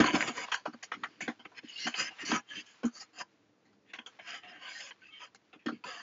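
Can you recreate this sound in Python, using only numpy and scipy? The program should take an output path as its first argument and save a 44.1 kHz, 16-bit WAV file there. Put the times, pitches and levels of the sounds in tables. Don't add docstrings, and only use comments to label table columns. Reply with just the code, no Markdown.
import sys
import numpy as np
from scipy import signal
from scipy.fft import rfft, irfft
from scipy.io import wavfile
from scipy.ndimage import uniform_filter1d, map_coordinates

SR = 44100
rng = np.random.default_rng(int(sys.argv[2]) if len(sys.argv) > 2 else 0)


def file_out(sig):
    cols = np.atleast_2d(sig).T
    lim = np.clip(cols, -1, 1)
    pcm = np.round(lim * 32767).astype(np.int16)
    wavfile.write(sys.argv[1], SR, pcm)


N = 265482
TIME_S = np.arange(N) / SR


def undb(db):
    return 10 ** (np.asarray(db) / 20)


def unit_rms(x):
    return x / np.sqrt(np.mean(x ** 2))


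def ring(x, hz, width_hz):
    return signal.lfilter(*signal.iirpeak(hz, hz / width_hz, fs=SR), x)


def drift(rate_hz):
    levels = rng.standard_normal(int(40 * N / SR))
    return np.interp(TIME_S * rate_hz, np.arange(len(levels)), levels)


def bead_slips(rate_hz, spread_db):
    chance, size, polarity = rng.random((3, N))
    strength = undb(-spread_db * np.log(size + 1e-9))
    return unit_rms((chance < rate_hz / SR) * strength * (polarity - 0.5))


# pitch_hz, base_width_hz, relative_db
LOW_MODES = [(520, 82, 2.5), (565, 48, 3), (706, 76, 2.5), (807.7, 20, 3), (1000, 35, 7), (1160, 310, -2),
             (1284, 99, 8), (1526, 94, 2.5)]
MID_MODES = [(1675, 45, -0.5), (1750, 26, -6.5), (1858, 150, -1), (2100, 31, -1.5), (2237, 66, -2.5),
             (2530, 100, -3.5), (2765, 140, -4.5), (2882, 31, -1.5), (3027, 46, 0), (3214, 64, -6),
             (3430, 160, -8.5)]
EDGE_MODES = [(3800, 52, -10.5), (4240, 130, -2), (4548, 140, 3), (4930, 150, 2.5), (5200, 180, -0.5)]
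RIM_MODES = [(5700, 40, 2.8), (5920, 94, 0.62), (6230, 150, 4.9), (6650, 160, 6.8), (7066, 490, 2)]
HOLLOW_MODES = [(169, 120, -2), (238, 30, 4), (303.2, 38, 4), (395, 69, -3.5)]
def shell(modes, drive, wander_db, contact_hz=None, lift_db=0, damping=1, skirt=7):
    balance = np.array([undb(db + wander_db * drift(13)) for _, _, db in modes])
    if contact_hz is not None:
        octaves_off = np.array([np.log2(hz / contact_hz) for hz, _, _ in modes])
        balance *= undb(lift_db * np.exp(-(octaves_off / 0.1) ** 2))
    widths_hz = damping * np.array(modes)[:, 1]
    balance /= np.sqrt(np.pi / SR * (widths_hz @ balance ** 2))
    out = np.zeros(N)
    for k, (hz, base_width_hz, _) in enumerate(modes):
        mode = ring(drive * balance[k], hz, widths_hz[k])
        out += (-1) ** k * ring(mode, hz, min(skirt * base_width_hz, hz))
    return out


# start_s, rise_s, hold_s, fall_s, mid_db, low_re_mid_db, edge_re_mid_db,
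# rim_re_mid_db, hollow_re_mid_db, mid_contact_hz, edge_contact_hz
STROKES = [(0.0, 0.00082, 0.0013, 0.054, -21.5, 2, -13.5, -15, 2, 2210, 4600),
           (0.04, 0.018, 0.012, 0.075, -29, -1, -15.5, -13.5, -9, 2160, 4420),
           (0.107, 0.048, 0.0059, 0.049, -31.5, 0, -9, -10, 1, 2340, 4700),
           (0.164, 0.039, 0.035, 0.15, -38, 0, -18, -6, -6, 1990, 5060),
           (0.262, 0.013, 0.0069, 0.042, -36, 0.5, -9.5, -11, -5.5, 2490, 4720),
           (0.338, 0.033, 0.074, 0.018, -41.5, -1, -8.5, -8, -13.5, 2107, 4730),
           (0.722, 0.01, 0.011, 0.021, -59.5, 11.5, -4, -16, 12, 2120, 4500),
           (0.826, 0.0014, 0.005, 0.038, -43.5, -9, -1, -1, -40, 1900, 4420),
           (0.928, 0.015, 0.083, 0.043, -68.5, -1.5, -9, -12, 13.5, 2070, 4600),
           (1.02, 0.0079, 0.3, 0.022, -69.5, -4, -6, -21, 3, 2180, 4560),
           (1.201, 0.015, 0.0034, 0.066, -38.5, -13.5, -19, -11, -8.5, 2480, 4430),
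           (1.443, 0.0097, 0.0032, 0.021, -46.5, 0, -25, -27, -1.5, 2070, 4480),
           (1.539, 0.044, 0.0047, 0.014, -44.5, -9.5, -8.5, -20, -15.5, 2100, 4180),
           (1.609, 0.033, 0.074, 0.033, -59, -26, -10, -18, -14, 3350, 4670),
           (1.69, 0.11, 0.073, 0.044, -46, -21, 2, -10, -22, 2960, 4270),
           (1.89, 0.064, 0.0083, 0.037, -41.5, -8, -8, -15, -38, 2450, 4460),
           (1.952, 0.045, 0.0058, 0.053, -32.5, 0, -2, -4, -12, 2660, 4880),
           (2.003, 0.036, 0.044, 0.022, -40.5, -13, -14, -12, -22.5, 2560, 5200),
           (2.081, 0.028, 0.009, 0.019, -57, -8, -5, -25, -0.5, 2410, 5200),
           (2.176, 0.038, 0.01, 0.025, -45.5, -18, -6, -5.5, -12, 1810, 5000),
           (2.245, 0.0078, 0.051, 0.028, -42.5, -14, -1, -4, -9.5, 2330, 4520),
           (2.274, 0.049, 0.038, 0.049, -35, 0, -14.5, -9, -6, 2170, 4700),
           (2.454, 0.045, 0.042, 0.027, -52.5, -9.5, -17, -11.5, -13.5, 2960, 4580),
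           (2.518, 0.038, 0.052, 0.022, -49, -22, -16, -9, -8.5, 2616, 4910),
           (2.642, 0.022, 0.033, 0.14, -59, -25, -8, -6.5, -26, 3270, 4600),
           (2.909, 0.057, 0.014, 0.024, -59, 4.5, 6, 6.5, -8.5, 2200, 4760),
           (2.979, 0.03, 0.006, 0.038, -48, -3.5, 2.5, 1, -21, 1940, 5120),
           (3.13, 0.082, 0.0025, 0.018, -43.5, -0.5, -2.5, -7.5, -13, 1795, 4930),
           (3.849, 0.053, 0.0027, 0.034, -55.5, -14.5, -24.5, -25, -29, 2010, 4460),
           (4.179, 0.016, 0.007, 0.034, -54, -22, -28, -30.5, -16, 2320, 5150),
           (4.206, 0.076, 0.076, 0.067, -43.5, -8, -12, -16, -22.5, 3250, 4930),
           (4.414, 0.018, 0.13, 0.13, -51.5, -7.5, -28, -27, -13.5, 2780, 5070),
           (4.584, 0.039, 0.064, 0.053, -48.5, -2.5, -11, -19.5, -29, 2940, 5000),
           (4.654, 0.047, 0.11, 0.034, -51.5, -12, -7.5, -7, -28, 1900, 5000),
           (4.777, 0.028, 0.092, 0.015, -53.5, -6, -6.5, -4, -23.5, 2280, 4580),
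           (4.996, 0.016, 0.077, 0.038, -62, -29, -13, -18.5, -38, 2530, 4830),
           (5.108, 0.033, 0.091, 0.035, -61, -32, -25, -32, -53.5, 2866, 4590),
           (5.178, 0.042, 0.02, 0.05, -50.5, -1, -7.5, -12, -43, 2860, 4420),
           (5.709, 0.0094, 0.044, 0.04, -61, -10, -8, -21.5, 10, 2130, 4550),
           (5.836, 0.0073, 0.013, 0.042, -57.5, 7, -11, -4, 3.5, 2700, 4800),
           (5.846, 0.026, 0.057, 0.52, -48, -1.5, -7.5, -11, -19, 2800, 4700)]
def rubbing():
    columns = np.transpose(STROKES)
    start_s, rise_s, hold_s, _, mid_db = columns[:5]
    low_db, edge_db, rim_db, hollow_db, mid_hz, edge_hz = columns[5:]
    coarse, fine = bead_slips(4500, spread_db=2.3), bead_slips(9000, spread_db=2.0)
    judder = undb(1.2 * drift(35))

    def pressure(offset_db, ramp_db=25.5):
        gain = np.zeros(N)
        for stroke, top_db in zip(STROKES, mid_db + offset_db):
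            corners_s = np.cumsum(np.maximum(stroke[:4], (0, 0.001, 0.001, 0.001)))
            shape_db = np.interp(TIME_S, corners_s, (-ramp_db, 0, 0, -ramp_db), left=-200, right=-200)
            gain += undb(top_db + shape_db)
        return uniform_filter1d(gain, size=200)

    tops_s = start_s + rise_s + hold_s / 2
    order = np.argsort(tops_s)
    mid_contact_hz = np.interp(TIME_S, tops_s[order], mid_hz[order])
    edge_contact_hz = np.interp(TIME_S, tops_s[order], edge_hz[order])
    mid = shell(MID_MODES, coarse * judder * pressure(0), wander_db=4.4,
                contact_hz=mid_contact_hz, lift_db=6, damping=1.3)
    low = shell(LOW_MODES, coarse * judder * pressure(low_db), wander_db=6.1,
                contact_hz=0.42 * mid_contact_hz, lift_db=3.5)
    edge = shell(EDGE_MODES, fine * judder * pressure(edge_db), wander_db=7.9,
                 contact_hz=edge_contact_hz, lift_db=9, damping=0.93)
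    rim = shell(RIM_MODES, fine * judder * pressure(rim_db), wander_db=6)
    hollow = shell(HOLLOW_MODES, coarse * pressure(hollow_db), wander_db=0.73, skirt=10)
    return mid + low + edge + rim + hollow


def flex(x, depth_s=0.0004):
    lag_samples = depth_s * SR * uniform_filter1d(drift(12), size=2000)
    return map_coordinates(x, [np.arange(N) - lag_samples], mode="mirror")


# start_s, mid_db, low_re_mid_db, edge_re_mid_db, rim_re_mid_db,
# mid_contact_hz, low_contact_hz, base_decay_s
TAPS = [(0.0381, -25, 6, -5, -17, 1810, 1160, 0.11), (0.138, -36.5, 14, -17, -27, 1680, 1080, 0.3),
        (0.207, -22.5, -25, -9, -42, 1615, 1380, 0.074), (0.2237, -38.5, 6, -18, -7, 1930, 1300, 0.11),
        (0.481, -41.5, 7, -18, -36, 2500, 1050, 0.04), (0.515, -28.5, 2, -10.5, -15.5, 2250, 1280, 0.28),
        (0.54, -34.5, 1, 0, -6.5, 1750, 1400, 0.091), (0.654, -40.5, 14, -6, -19, 1830, 910, 0.17),
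        (0.916, -30.5, 0.5, -18, -39, 1680, 1450, 0.14), (0.935, -41.5, 1, -12, -25, 2180, 1340, 0.15),
        (1.0334, -29, 3, -26, -25.5, 1770, 1223, 0.15), (1.205, -32, -5, -24, -11.5, 2050, 1520, 0.067),
        (1.277, -32.5, 4.5, -17.5, -23, 2120, 774, 0.18), (1.392, -53, 2, -6.5, -22, 3100, 806, 0.21),
        (1.515, -76, 22, -3, -13, 1590, 910, 0.34), (1.866, -26.5, -1, -19, -12.5, 1820, 1217, 0.18),
        (1.94, -32, -2.5, -24, -24, 2530, 810, 0.071), (2.183, -47.5, -0.5, -23, -27, 1770, 1270, 1),
        (2.314, -29.5, 8, -4, -21, 3080, 835, 0.053), (2.831, -40.5, 8.5, -12, -19.5, 1560, 500, 0.25),
        (2.851, -64, 3, 7, 20, 3320, 1300, 0.13), (3.186, -41, -11, 2, -5, 2720, 1290, 0.083),
        (3.206, -49, 6.5, -8, -14, 1750, 990, 0.18), (3.65, -68, -2.5, -2.5, -14.5, 1760, 725, 0.38),
        (3.726, -71, 8, 2, -14.5, 3200, 790, 0.11), (3.932, -37, -5, -11.5, -20.5, 2260, 1030, 0.21),
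        (3.985, -45, 1, -27, -28, 1580, 1045, 0.2), (4.06, -41, -0.5, -15, -12, 3210, 1360, 0.16),
        (4.187, -46, 0.5, -31, -26, 2120, 715, 0.18), (4.906, -40, -4.5, -14, -34, 2460, 999, 0.095),
        (5.203, -48.5, -5, -30, -24, 3430, 1010, 0.2), (5.346, -43, 0, 4, -0.5, 1580, 783, 0.012),
        (5.353, -56, -2.5, 3, -4, 2123, 803, 0.065), (5.53, -50.5, 6.5, -18, -25, 2690, 510, 0.18),
        (5.591, -61.5, -17, -16, -34, 2460, 850, 0.42), (5.66, -38, 3.5, -3, -15, 1630, 510, 0.12),
        (5.681, -39.5, 10.5, -6, -23.5, 1770, 684, 0.16), (5.838, -46.5, 9, -2.5, -23, 2660, 1050, 0.14)]
def taps():
    starts_s, mid_db, low_db, edge_db, rim_db, mid_hz, low_hz, decays_s = np.transpose(TAPS)
    latest = np.maximum(np.searchsorted(starts_s, TIME_S) - 1, 0)
    beads = bead_slips(9000, spread_db=1.8)

    def shower(offset_db, decay_scale, crack_db=-3.5, crack_s=0.0023, choke_age=0.55):
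        gain, t = np.zeros(N + SR), np.arange(SR // 2) / SR
        attack = 1 - np.exp(-t / 0.0018)
        crack = undb(crack_db) * np.exp(-t / crack_s)
        for start_s, db, base_decay_s in zip(starts_s, mid_db + offset_db, decays_s):
            start = int(start_s * SR)
            age = t / (decay_scale * base_decay_s)
            crunch = np.exp(-np.log(1000) * age - (age / choke_age) ** 4)
            gain[start:start + len(t)] += undb(db) * attack * (crack + crunch)
        return beads * gain[:N]

    mid = shell(MID_MODES, shower(0, decay_scale=0.62), wander_db=6.7,
                contact_hz=mid_hz[latest], lift_db=10, damping=1.9)
    low = shell(LOW_MODES, shower(low_db, decay_scale=0.67), wander_db=4.3,
                contact_hz=low_hz[latest], lift_db=9.5, damping=3.19)
    edge = shell(EDGE_MODES, shower(edge_db, decay_scale=0.86), wander_db=6.5, damping=5.9)
    rim = shell(RIM_MODES, shower(rim_db, decay_scale=0.78), wander_db=2.3, damping=1.5)
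    return mid + low + edge + rim


# start_s, drive_db, others_re_main_mode_db, push_s
BOOMS = [(0.0, -18.5, 5.5, 0.0029), (0.039, -36.5, 26, 0.0088), (0.092, -32.5, 8, 0.0081),
         (0.131, -21.5, 2.5, 0.0097), (0.278, -38, -10, 0.0087), (0.293, -39.5, -15, 0.0075),
         (0.668, -37.5, -1, 0.029), (0.738, -60, 2, 0.0093), (1.274, -31.5, -3.5, 0.028),
         (1.394, -52, -3, 0.0051), (1.633, -43.5, -1.5, 0.015), (1.845, -37.5, -2.5, 0.055),
         (2.226, -43.5, 8, 0.014), (2.286, -37.5, 6, 0.024), (2.315, -27.5, -3.5, 0.014),
         (2.567, -48.5, 6, 0.023), (2.835, -24.5, -13.5, 0.036), (3.939, -60, 6, 0.0029),
         (3.987, -49.5, -5, 0.0051), (4.569, -67, 18, 0.0049), (5.549, -55, 3, 0.027),
         (5.659, -27, 0, 0.01), (5.689, -32.5, 1, 0.0033), (5.714, -36.5, -1, 0.022),
         (5.736, -48.5, -5, 0.0074)]
def booms(trim_db=-7):
    out, t = np.zeros(N), np.arange(4096) / SR
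    shakes = rng.standard_normal((len(BOOMS), len(t)))
    main_hz = HOLLOW_MODES[1][0]
    for hz, width_hz, mode_db in HOLLOW_MODES:
        push = np.zeros(N + len(t))
        for (start_s, drive_db, others_db, push_s), shake in zip(BOOMS, shakes):
            swing = np.sin(2 * np.pi * hz * t) + 3 * shake
            progress = np.clip(t / max(push_s, 0.003), 0, 1)
            swell = np.sin(np.pi * np.sqrt(progress)) / np.tanh(width_hz * push_s)
            tilt_db = others_db / 2 * (-1 if hz == main_hz else 1)
            start = int(start_s * SR)
            push[start:start + len(t)] += undb(drive_db + mode_db + tilt_db + trim_db) * swing * swell
        out += ring(ring(push[:N], hz, width_hz), hz, 6 * width_hz)
    return signal.sosfilt(signal.butter(2, 150, "high", fs=SR, output="sos"), out)


# start_s, end_s, first_hz, last_hz, level_db
SQUEAKS = [(0.059, 0.075, 4380, 4350, -35), (0.334, 0.463, 3540, 3460, -60.5),
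           (1.667, 1.742, 2940, 2900, -50), (1.681, 1.719, 6740, 6470, -57.5),
           (1.72, 1.805, 4420, 4800, -62), (1.75, 1.811, 2786, 2924, -46), (1.77, 1.879, 2156, 2024, -50),
           (1.765, 1.865, 3850, 4120, -53), (1.788, 1.877, 5700, 5540, -47),
           (1.815, 1.882, 2830, 2880, -40.5), (1.95, 1.994, 4720, 4960, -46),
           (1.96, 2.052, 2870, 2815, -43), (2.03, 2.083, 5250, 5100, -48.5),
           (2.056, 2.101, 1914, 1960, -49), (2.103, 2.134, 780, 775, -51), (2.1, 2.152, 2860, 2770, -56),
           (2.179, 2.256, 1880, 1827, -49.5), (2.185, 2.233, 2780, 2860, -45.5),
           (2.327, 2.397, 1284, 1277, -39.5), (2.305, 2.408, 5680, 5760, -50.5),
           (2.48, 2.546, 3170, 3110, -50.5), (2.5, 2.594, 1690, 1697, -50),
           (2.532, 2.636, 4860, 4770, -54.5), (2.58, 2.607, 1787, 1850, -50.5),
           (2.938, 3.038, 4550, 4700, -54.5), (3.009, 3.033, 797, 786, -49),
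           (4.267, 4.375, 688, 715, -56.5), (4.405, 4.607, 724, 726, -60), (4.427, 4.616, 1282, 1310, -75),
           (4.476, 4.532, 5180, 5000, -63.5), (4.679, 4.876, 4900, 5140, -55),
           (4.721, 4.807, 4080, 4140, -56), (4.74, 4.834, 1870, 1807, -50.5),
           (5.014, 5.045, 1530, 1550, -62), (5.023, 5.117, 2634, 2620, -60.5),
           (5.063, 5.182, 1240, 1270, -70), (5.971, 6.011, 4950, 4800, -58), (5.1, 5.207, 3154, 3104, -56),
           (5.197, 5.243, 987, 987, -54), (5.845, 5.966, 4550, 4480, -63), (5.883, 6.016, 729, 700, -58.5),
           (5.844, 5.974, 2760, 2710, -60), (5.92, 6.021, 2780, 2844, -56.5),
           (5.852, 5.962, 1790, 1600, -51), (5.833, 5.896, 970, 1007, -57.5),
           (5.865, 5.946, 1278, 1266, -51.5), (5.968, 6.011, 1698, 1744, -53.5),
           (5.671, 5.679, 3580, 3480, -47.5), (5.658, 5.689, 1812, 1750, -47),
           (2.534, 2.618, 2584, 2710, -48.5), (2.546, 2.603, 3166, 3040, -47),
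           (4.607, 4.727, 3020, 2900, -55.5), (4.747, 4.786, 1540, 1590, -56),
           (5.1, 5.189, 2190, 2260, -61.5)]
def squeaks(relative_width=0.014):
    out = np.zeros(N + SR)
    noises = rng.standard_normal((len(SQUEAKS), 2, SR // 4))
    for (start_s, end_s, first_hz, last_hz, level_db), noise in zip(SQUEAKS, noises):
        start, count = int(start_s * SR), int((end_s - start_s) * SR)
        lowpass = signal.butter(1, relative_width * first_hz / 2, fs=SR)
        waver = signal.lfilter(*lowpass, noise[0] + 1j * noise[1])
        waver /= np.sqrt(np.mean(np.abs(waver) ** 2) / 2)
        pitch_hz = np.linspace(first_hz, last_hz, count)
        tone = np.exp(2j * np.pi * np.cumsum(pitch_hz) / SR)
        swell = signal.windows.tukey(count, 0.5)
        out[start:start + count] += undb(level_db) * swell * (waver[-count:] * tone).real
    return out[:N]


# peak_s, peak_db, pitch_hz
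SNAPS = [(0.0427, -18.5, 1100), (0.072, -24, 1290), (0.103, -22, 2217), (0.2073, -22, 1528),
         (0.2078, -17.5, 2300), (0.2263, -15.5, 2180), (.4868, -37, 1090), (0.5453, -19, 1500),
         (.6585, -27, 610), (.6625, -27, 1070), (.9211, -24, 1310), (1.2825, -35.5, 885),
         (1.4565, -33, 2150), (1.5795, -50, 2110), (1.8739, -21, 1520), (1.9418, -27, 2600),
         (2.3179, -24, 1119), (2.323, -29, 1240), (3.218, -32, 1648), (3.9916, -32.5, 2424),
         (4.292, -31, 2860), (4.321, -32, 2500), (4.802, -40, 2100), (5.3488, -46, 1480),
         (5.53, -45.5, 2610), (5.8396, -35, 2650)]
def snaps(decay_cycles=1.5):
    out, t = np.zeros(N + SR), np.arange(-128, 512) / SR
    for (peak_s, peak_db, pitch_hz), phase_turns in zip(SNAPS, rng.random(len(SNAPS))):
        age = t * pitch_hz / decay_cycles
        envelope = np.exp(-np.where(age < 0, (2 * age) ** 2, age))
        tone = np.cos(2 * np.pi * (pitch_hz * t + phase_turns))
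        start = int((peak_s + t[0]) * SR)
        out[start:start + len(t)] += undb(peak_db) * envelope * tone
    return out[:N]


# time_s, level_db
GRIP_LEVELS = [(0.449, -54), (.68, -69.5), (1.55, -70), (2.0, -64.5), (2.33, -55.5), (2.44, -69),
               (2.7, -66), (3.83, -86.5), (4.299, -65), (4.42, -82), (4.9, -64), (4.97, -72),
               (5.289, -77.5), (5.799, -76.5), (6.02, -71)]
def grip(bright_db=-10):
    level_db = np.interp(TIME_S, *np.transpose(GRIP_LEVELS))
    dull = unit_rms(ring(ring(bead_slips(8000, spread_db=1.8), 1300, 3000), 1400, 2600))
    bright = unit_rms(ring(ring(bead_slips(8300, spread_db=1.8), 4100, 5800), 4100, 5800))
    gain = undb(level_db + 2 * drift(16))
    return gain * (dull + undb(bright_db + 1.3 * drift(4.2)) * bright)


def room_tail(x, t60_s=0.025, level_db=-16.5):
    t = np.arange(SR // 2) / SR
    tail = rng.standard_normal(len(t)) * np.exp(-np.log(1000) * t / t60_s) * (t > 0.004)
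    tail /= np.sqrt(np.sum(tail ** 2))
    return undb(level_db) * signal.fftconvolve(x, tail)[:N]


# frequency_hz, relative_density_db
AIR_SPECTRUM = [(24, -59.5), (40, -38), (107, -9), (167, -14.5), (203, -6.5), (227, -12.5), (308, -5),
                (375, -12), (448, -8.5), (522, -14.5), (1820, -27), (7600, -35.5), (9880, -62.5),
                (16700, -120)]
def workshop_air(level_db=-72.5):
    hz, db = np.transpose(AIR_SPECTRUM)
    bins_hz = np.arange(N // 2 + 1) * SR / N + 1
    spectrum = undb(np.interp(np.log(bins_hz), np.log(hz), db))
    air = irfft(rfft(rng.standard_normal(N)) * spectrum, N)
    return undb(level_db + 2 * drift(1.3)) * unit_rms(air)


# pitch_hz, level_db
FAN_TONES = [(123.8, -103), (199.2, -85), (301.5, -91), (446.8, -96)]
def fan_hum(width_hz=2.2):
    return sum(undb(db) * unit_rms(ring(rng.standard_normal(N), hz, width_hz)) for hz, db in FAN_TONES)


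def scene():
    foam = flex(rubbing()) + taps() + booms() + grip() + squeaks() + snaps()
    return (foam + room_tail(foam) + workshop_air() + fan_hum())[None]


def record(dry, bass_hz=80, asymmetry=0.33, stopband_hz=7950):
    thin = signal.sosfilt(signal.butter(2, bass_hz, "high", fs=SR, output="sos"), dry)
    lopsided = thin + asymmetry * thin ** 2
    return signal.sosfilt(signal.cheby2(18, 70, stopband_hz, fs=SR, output="sos"), lopsided)


dry = scene()
out = record(dry)
file_out(out)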